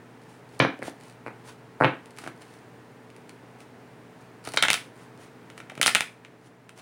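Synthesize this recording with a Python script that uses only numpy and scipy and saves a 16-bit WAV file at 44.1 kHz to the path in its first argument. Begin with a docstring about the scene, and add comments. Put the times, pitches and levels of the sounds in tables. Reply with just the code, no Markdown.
"""Card faces brush softly, then packets of large cards drop and are knocked square with dull thuds.
The deck is close to the microphone, on a cloth-covered table in a small, quiet room with a humming fan.
Twice a bent packet is let go and its edges snap down one after another; cards slide and tick between.
Blows with random chatter excite resonances of deck, card and pile; slides and fan air are coloured
noise, the hum is wavering sines, and decaying noise gives the room's echoes."""
import sys
import numpy as np
from scipy import signal
from scipy.fft import rfft, irfft
from scipy.io import wavfile
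from scipy.ndimage import uniform_filter1d

SR = 44100
rng = np.random.default_rng(int(sys.argv[2]) if len(sys.argv) > 2 else 0)


def log_audio(samples):
    """Write samples as a 16-bit WAV file to the path given in sys.argv[1]."""
    # one column per channel
    frames = np.atleast_2d(samples).T
    # limit to full scale, then quantise
    limited = np.clip(frames, -1, 1)
    pcm = np.round(limited * 32767).astype(np.int16)
    wavfile.write(sys.argv[1], SR, pcm)


N = 300321
TIME = np.arange(N) / SR

# strokes of card face over card face: middle_s, half_length_s, level_db
SLIDES = [(0.316, 0.074, -59.5), (0.554, 0.049, -57), (0.866, 0.031, -40.5), (1.071, 0.066, -55.5),
          (1.489, 0.034, -48), (2.232, 0.063, -50), (2.42, 0.0082, -47.5), (2.506, 0.11, -58),
          (3.614, 0.028, -58), (4.22, 0.014, -59), (4.467, 0.025, -45), (4.522, 0.035, -54),
          (5.02, 0.054, -55), (5.229, 0.044, -53), (5.588, 0.023, -57), (6.457, 0.031, -59.5),
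          (6.792, 0.023, -48.5)]


def from_db(db):
    """Decibels to gain."""
    return 10 ** (np.asarray(db) / 20)


def unit(x):
    """Scale to rms 1."""
    return x / np.sqrt(np.mean(x ** 2))


def burst(x, db):
    """Scale a short sound so that its energy, spread over 3 ms, has this level."""
    return x * from_db(db) * np.sqrt(0.003 * SR / np.sum(x ** 2))


def add(track, start_s, x):
    """Mix x into the track at start_s."""
    i = int(np.clip(start_s * SR, 0, N - 1))
    track[i:i + len(x)] += x[:N - i]


def colour(x, points):
    """Filter by a (Hz, dB) spectrum, interpolated over log frequency."""
    hz, db = np.transpose(points)
    bins_hz = np.maximum(np.fft.rfftfreq(len(x), 1 / SR), 1)
    gain = from_db(np.interp(np.log(bins_hz), np.log(hz), db))
    return irfft(rfft(x) * gain, len(x))


def ring(x, modes):
    """Sum of damped resonances; neighbours swing in opposite directions."""
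    out = np.zeros(len(x))
    for k, (hz, width_hz, db) in enumerate(modes):
        b, a = signal.iirpeak(min(hz, SR / 2 - 2000), hz / width_hz, SR)
        out += (-1) ** k * from_db(db) * signal.lfilter(b, a, x)
    return out


def soften(x, hz, order=2):
    """Low-pass: a soft contact cannot excite what is faster than itself."""
    return signal.sosfilt(signal.butter(order, hz, fs=SR, output="sos"), x)


def walk(rate_hz):
    """Slow random wander of rms near 1: random steps, smoothed."""
    hold = int(SR / rate_hz)
    steps = np.repeat(rng.standard_normal(N // hold + 1), hold)
    return unit(uniform_filter1d(steps, hold)[:N])


def contact(decay_s, chatter, evenness, size=4096):
    """One blow and the dying chatter of neighbouring cards; evenness 0-1 tames its chance colour."""
    push = rng.standard_normal(size) * np.exp(-np.arange(size) / SR / decay_s)
    push *= chatter / np.sqrt(np.sum(push ** 2))
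    push[0] += 1  # the blow itself
    spectrum = rfft(push)
    tint = irfft(np.log(uniform_filter1d(abs(spectrum) ** 2, size=24)))
    tint[size // 2:] = 0  # causal, so the attack stays sharp
    return irfft(spectrum * np.exp(-np.clip(evenness, 0, 1) * rfft(tint)))


def crack(push):
    """The bare edge of a card rings high and briefly."""
    # resonances of a card's stiff edge: centre_hz, width_hz, level_db
    edge = [(4385, 860, 6.5), (5720, 4600, -2), (8720, 3740, -2.5), (15900, 4000, -10.5)]
    return unit(ring(np.diff(push, prepend=0), edge))


def knocks():
    """Thuds of the deck through the cloth: the direct sound and what goes out into the room."""
    # thuds at the table, and one early echo of the first from the ceiling (at 0.623 s):
    # start_s, level_db, contact_cutoff_hz
    thud_list = [(0.5998, -16.5, 2800), (0.6016, -10, 4700), (0.623, -22, 4700), (0.649, -14.5, 2110),
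                 (0.792, -33.5, 600), (0.8198, -33.5, 2160), (0.8251, -27, 2170), (0.88, -26, 1070),
                 (1.2633, -29.5, 2170), (1.2715, -33.5, 2720), (1.2803, -31, 2260), (1.8028, -24, 1680),
                 (1.8097, -11, 1650), (1.821, -14, 1840), (1.829, -16, 1820), (1.8371, -16.5, 2790),
                 (1.845, -10.5, 3210), (1.8505, -19, 3750), (2.2372, -37.5, 1790), (2.2633, -33, 2420),
                 (2.2751, -30, 2050), (2.522, -53, 352), (4.4744, -31, 1100), (4.541, -29, 1320),
                 (5.719, -37, 805), (5.774, -34.5, 700), (5.7973, -29.5, 574)]
    # resonances of the deck on the table: centre_hz, width_hz, level_db
    deck = [(123.3, 24, 3.5), (258, 118, 3.5), (646, 370, 3), (1520, 400, 0), (2320, 550, -2),
            (4000, 540, -6.5), (5950, 840, -7)]
    firm_db, firm_hz = -12, 2500  # the reference, a firm knock
    direct, send = np.zeros(N), np.zeros(N)
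    for start_s, db, cutoff_hz in thud_list:
        lighter_db = firm_db - db
        # a lighter knock has more bare card edge in it
        edge_db = -36.5 + 0.63 * lighter_db
        # a crisper or firmer one fills the room more: 3 dB per octave, 0.12 dB per dB
        room_db = 3 * np.log2(cutoff_hz / firm_hz) - 0.12 * lighter_db
        push = contact(decay_s=0.0023, chatter=1.0, evenness=0.51)
        # the cloth takes the top off; a trace of bare card edge gets through
        body = unit(soften(ring(push, deck), cutoff_hz, order=6))
        thud = burst(body + from_db(edge_db) * crack(push), db)
        add(direct, start_s, thud)
        add(send, start_s, thud * from_db(room_db))
    return direct, send


def card(db, flex_hz, crack_db, ring_s, pile_db):
    """A card flexes with one broad note, cracks at its edge and nudges the pile under it."""
    # resonances of the pile under the card: centre_hz, width_hz, level_db
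    pile = [(1334, 206, 0), (800, 620, -6.5), (524, 324, -7), (165, 230, -12.5)]
    push = contact(ring_s, chatter=2.05, evenness=0.59)
    flex = ring(push, [(flex_hz, 900, 0)])  # 900 Hz wide
    body = flex - from_db(pile_db) * ring(push, pile)
    return burst(unit(soften(body, 5900)) + from_db(crack_db) * crack(push), db)


def snaps():
    """A bent packet is let go: its cards snap down one after another."""
    # cards snapping down: start_s, level_db, flex_hz, edge_crack_db, ring_s
    falling_cards = [(4.537, -30.5, 1800, 0, 0.0052), (4.543, -34.5, 1900, -1, .0024),
                     (4.5725, -15, 2270, -23, 0.00089), (4.5744, -15.5, 3920, -13, 0.0016),
                     (4.6249, -13, 2500, -1.5, 0.003), (4.626, -15.5, 3500, -14, 0.0028),
                     (4.635, -13.5, 1900, -20, 0.0033), (4.651, -19.5, 1520, -13, 0.0035),
                     (4.6836, -15, 2100, -13, .0035), (4.693, -32, 2300, -6, .002),
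                     (4.7027, -12, 2400, -3, 0.0013), (4.712, -25, 2610, 5, .005),
                     (4.7313, -15.5, 3600, 1.5, .0007), (4.741, -17, 2240, -2, .003),
                     (5.8141, -13, 2340, -1.5, 0.0015), (5.829, -14, 3200, -1.5, 0.0019),
                     (5.8366, -26.5, 3400, 1.5, .002), (5.8615, -12.5, 2800, -3.5, 0.00049),
                     (5.868, -12, 2900, 11.5, 0.0074), (5.8788, -13, 2040, -8.5, .002),
                     (5.89, -22.5, 2300, -2.5, .004), (5.9496, -11, 2350, -1.5, 0.00042),
                     (5.9543, -13, 2400, -13, 0.001), (5.964, -25, 2600, -9, .004),
                     (6.0072, -17, 2240, -4, 0.00091)]
    out = np.zeros(N)
    for start_s, db, flex_hz, crack_db, ring_s in falling_cards:
        add(out, start_s, card(db, flex_hz, crack_db, ring_s, pile_db=-0.5))
    return out


def slides():
    """Card on card: dense tiny slips that swell and fade with each stroke."""
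    # spectrum of the rubbing: frequency_hz, density_db (per Hz)
    rub = [(300, 9.5), (1000, 11), (2500, 4.5), (5000, -0.5), (9000, -2), (15500, 1.5)]
    pressure = np.zeros(N)
    for middle_s, half_s, db in SLIDES:
        pressure += from_db(db) * np.exp(-((TIME - middle_s) / half_s) ** 2)
    # random strength makes the noise grainy
    grain = np.exp(np.minimum(rng.exponential(size=N), 4) / 2)
    slips = rng.standard_normal(N) * grain
    return unit(colour(slips, rub)) * pressure * from_db(1.6 * walk(90))


def tick(db, crack_db):
    """An unbent card catches: always the same note; a stronger catch sets more cards chattering."""
    stronger_db = db + 47  # relative to a faint catch at -47 dB
    ring_s = 0.0016 * 2 ** (stronger_db / 17)  # doubles every 17 dB
    pile_db = -1.5 + 0.7 * stronger_db  # a stronger catch also nudges the pile more
    return card(db, 2290, crack_db, ring_s, pile_db)


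def ticks():
    """Card edges catch lightly; faint stray ones scatter around all but the shortest sliding strokes."""
    # clear catches: start_s, level_db, edge_crack_db
    catches = [(.593, -34.5, 11), (.79, -52, -2.5), (1.0104, -50, 1), (1.036, -51, 9), (1.083, -55, 17),
               (1.098, -49, 7), (2.058, -47.5, 2), (2.1074, -50, 7), (2.1733, -45, -3), (2.186, -34, -0.5),
               (2.2408, -40.5, -6), (2.2752, -35.5, -6.5), (2.42, -49, 12), (2.5396, -51, 5),
               (3.1023, -50.5, -1), (3.1641, -49, 2), (3.2937, -41.5, 2), (3.6044, -45, -1),
               (4.451, -37.5, 6), (4.4737, -29.5, -4.5), (4.4884, -34.5, 9), (4.5203, -38.5, 6.5),
               (4.563, -31.5, 5.5), (5.501, -42.5, -5), (5.578, -38, -3), (5.602, -37, -12.5),
               (5.698, -35, -11.5), (5.753, -42.5, -2.5), (5.777, -36, -9), (5.822, -25.5, 12),
               (6.249, -41, -15), (6.6928, -42, -3.5)]
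    strays_per_s = 42
    out = np.zeros(N)
    for start_s, db, crack_db in catches:
        add(out, start_s, tick(db, crack_db))
    for middle_s, half_s, db in SLIDES:
        # place in half lengths from the middle, from before the stroke to its end; and strength
        chance = rng.uniform(-1.4, 1, size=(16, 2))
        for place, strength in chance[:int(2 * half_s * strays_per_s)]:
            stray = tick(db - 3.5 + 2.5 * strength, crack_db=9)
            add(out, middle_s + place * half_s, stray)
    return out


def room(x, early_db, early_s, tail_db, t60_s, treble_t60_s, gap_s):
    """The ceiling answers after a short gap with a scattered echo; the walls ring on briefly."""
    # colour of the room's answer: frequency_hz, level_db
    room_colour = [(60, -17), (130, 0), (300, 2), (600, -2), (1000, -1), (2000, 0.5), (4000, -0.5),
                   (8000, -2.5), (15000, 0)]
    t = np.arange(SR // 2) / SR
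    near, far = rng.standard_normal((2, len(t)))
    early = near * np.exp(-t / early_s) * (t > gap_s)
    low = soften(far, 4500)
    treble = far - low
    tail = low * 1000 ** (-t / t60_s) + treble * 1000 ** (-t / treble_t60_s)
    tail *= 1 - np.exp(-(t / 0.0041) ** 2)  # reflections take a moment to build up
    echo = from_db(early_db) * unit(early) + from_db(tail_db) * unit(tail)
    echo /= np.sqrt(len(t))
    return signal.fftconvolve(x, colour(echo, room_colour))[:N]


def fan():
    """A wavering hum of fan and mains lines over a soft rush of air."""
    # spectrum of the air: frequency_hz, density_db (per Hz)
    air_colour = [(25, -20.5), (60, -23.5), (92, -16.5), (118, -9), (150, -9.5), (300, -7.5), (450, -11.5),
                  (900, -12.5), (1150, -17), (1750, -17.5), (3500, -30), (6000, -36), (10000, -39),
                  (16000, -25.5)]
    # fan and mains lines, before the background level: frequency_hz, level_db
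    hum_lines = [(119.7, -60), (137, -66), (174, -65.5), (240, -64), (257, -65.5), (288, -72.5), (307, -67),
                 (378, -72), (410, -66.5), (445, -62.5), (479, -69.5), (598, -80), (890, -84)]
    # background level over time: time_s, gain_db
    background = [(0, 1.5), (5.7, 1.9), (6.1, -0.5), (6.8, -3)]
    air = unit(colour(rng.standard_normal(N), air_colour))
    air *= from_db(-52.5 + 0.28 * walk(6))
    hum = np.zeros(N)
    for hz, db in hum_lines:
        level = np.sqrt(2) * from_db(db + 0.61 * walk(7))  # rms to peak
        phase = 2 * np.pi * np.cumsum(hz + 1.233 * walk(7)) / SR  # pitch wavers by about 1.2 Hz rms
        hum += level * np.sin(phase)
    return (air + hum) * from_db(np.interp(TIME, *np.transpose(background)))


def scene():
    """Cards close to the microphone, the room around them and the fan behind."""
    thuds, thud_send = knocks()
    cards = snaps() + slides() + ticks()
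    thud_room = room(thud_send, early_db=-13.5, early_s=0.024, tail_db=-3.5,
                     t60_s=0.29, treble_t60_s=0.26, gap_s=0.019)
    card_room = room(cards, early_db=-10.0, early_s=0.013, tail_db=-7,
                     t60_s=0.26, treble_t60_s=0.26, gap_s=0.0075)
    return (thuds + cards + thud_room + card_room + fan())[None]


def record(dry):
    """The microphone colours the treble; the recorder thins the bass, clips and cuts the top."""
    # microphone port, with a peak and a notch in the top octave: frequency_hz, level_db
    microphone = [(8000, 0), (9900, 2.5), (10900, -9.5), (11900, -17), (13500, -11.5), (15500, -15)]
    x = colour(dry[0], microphone)
    x = signal.sosfilt(signal.butter(2, 55, "highpass", fs=SR, output="sos"), x)
    x = np.clip(x, -1, 1)  # full scale
    top_cut = signal.ellip(8, 0.2, 70, 15900, fs=SR, output="sos")  # steep, above 15.9 kHz
    return signal.sosfilt(top_cut, x)[None]


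dry = scene()
out = record(dry)
log_audio(out)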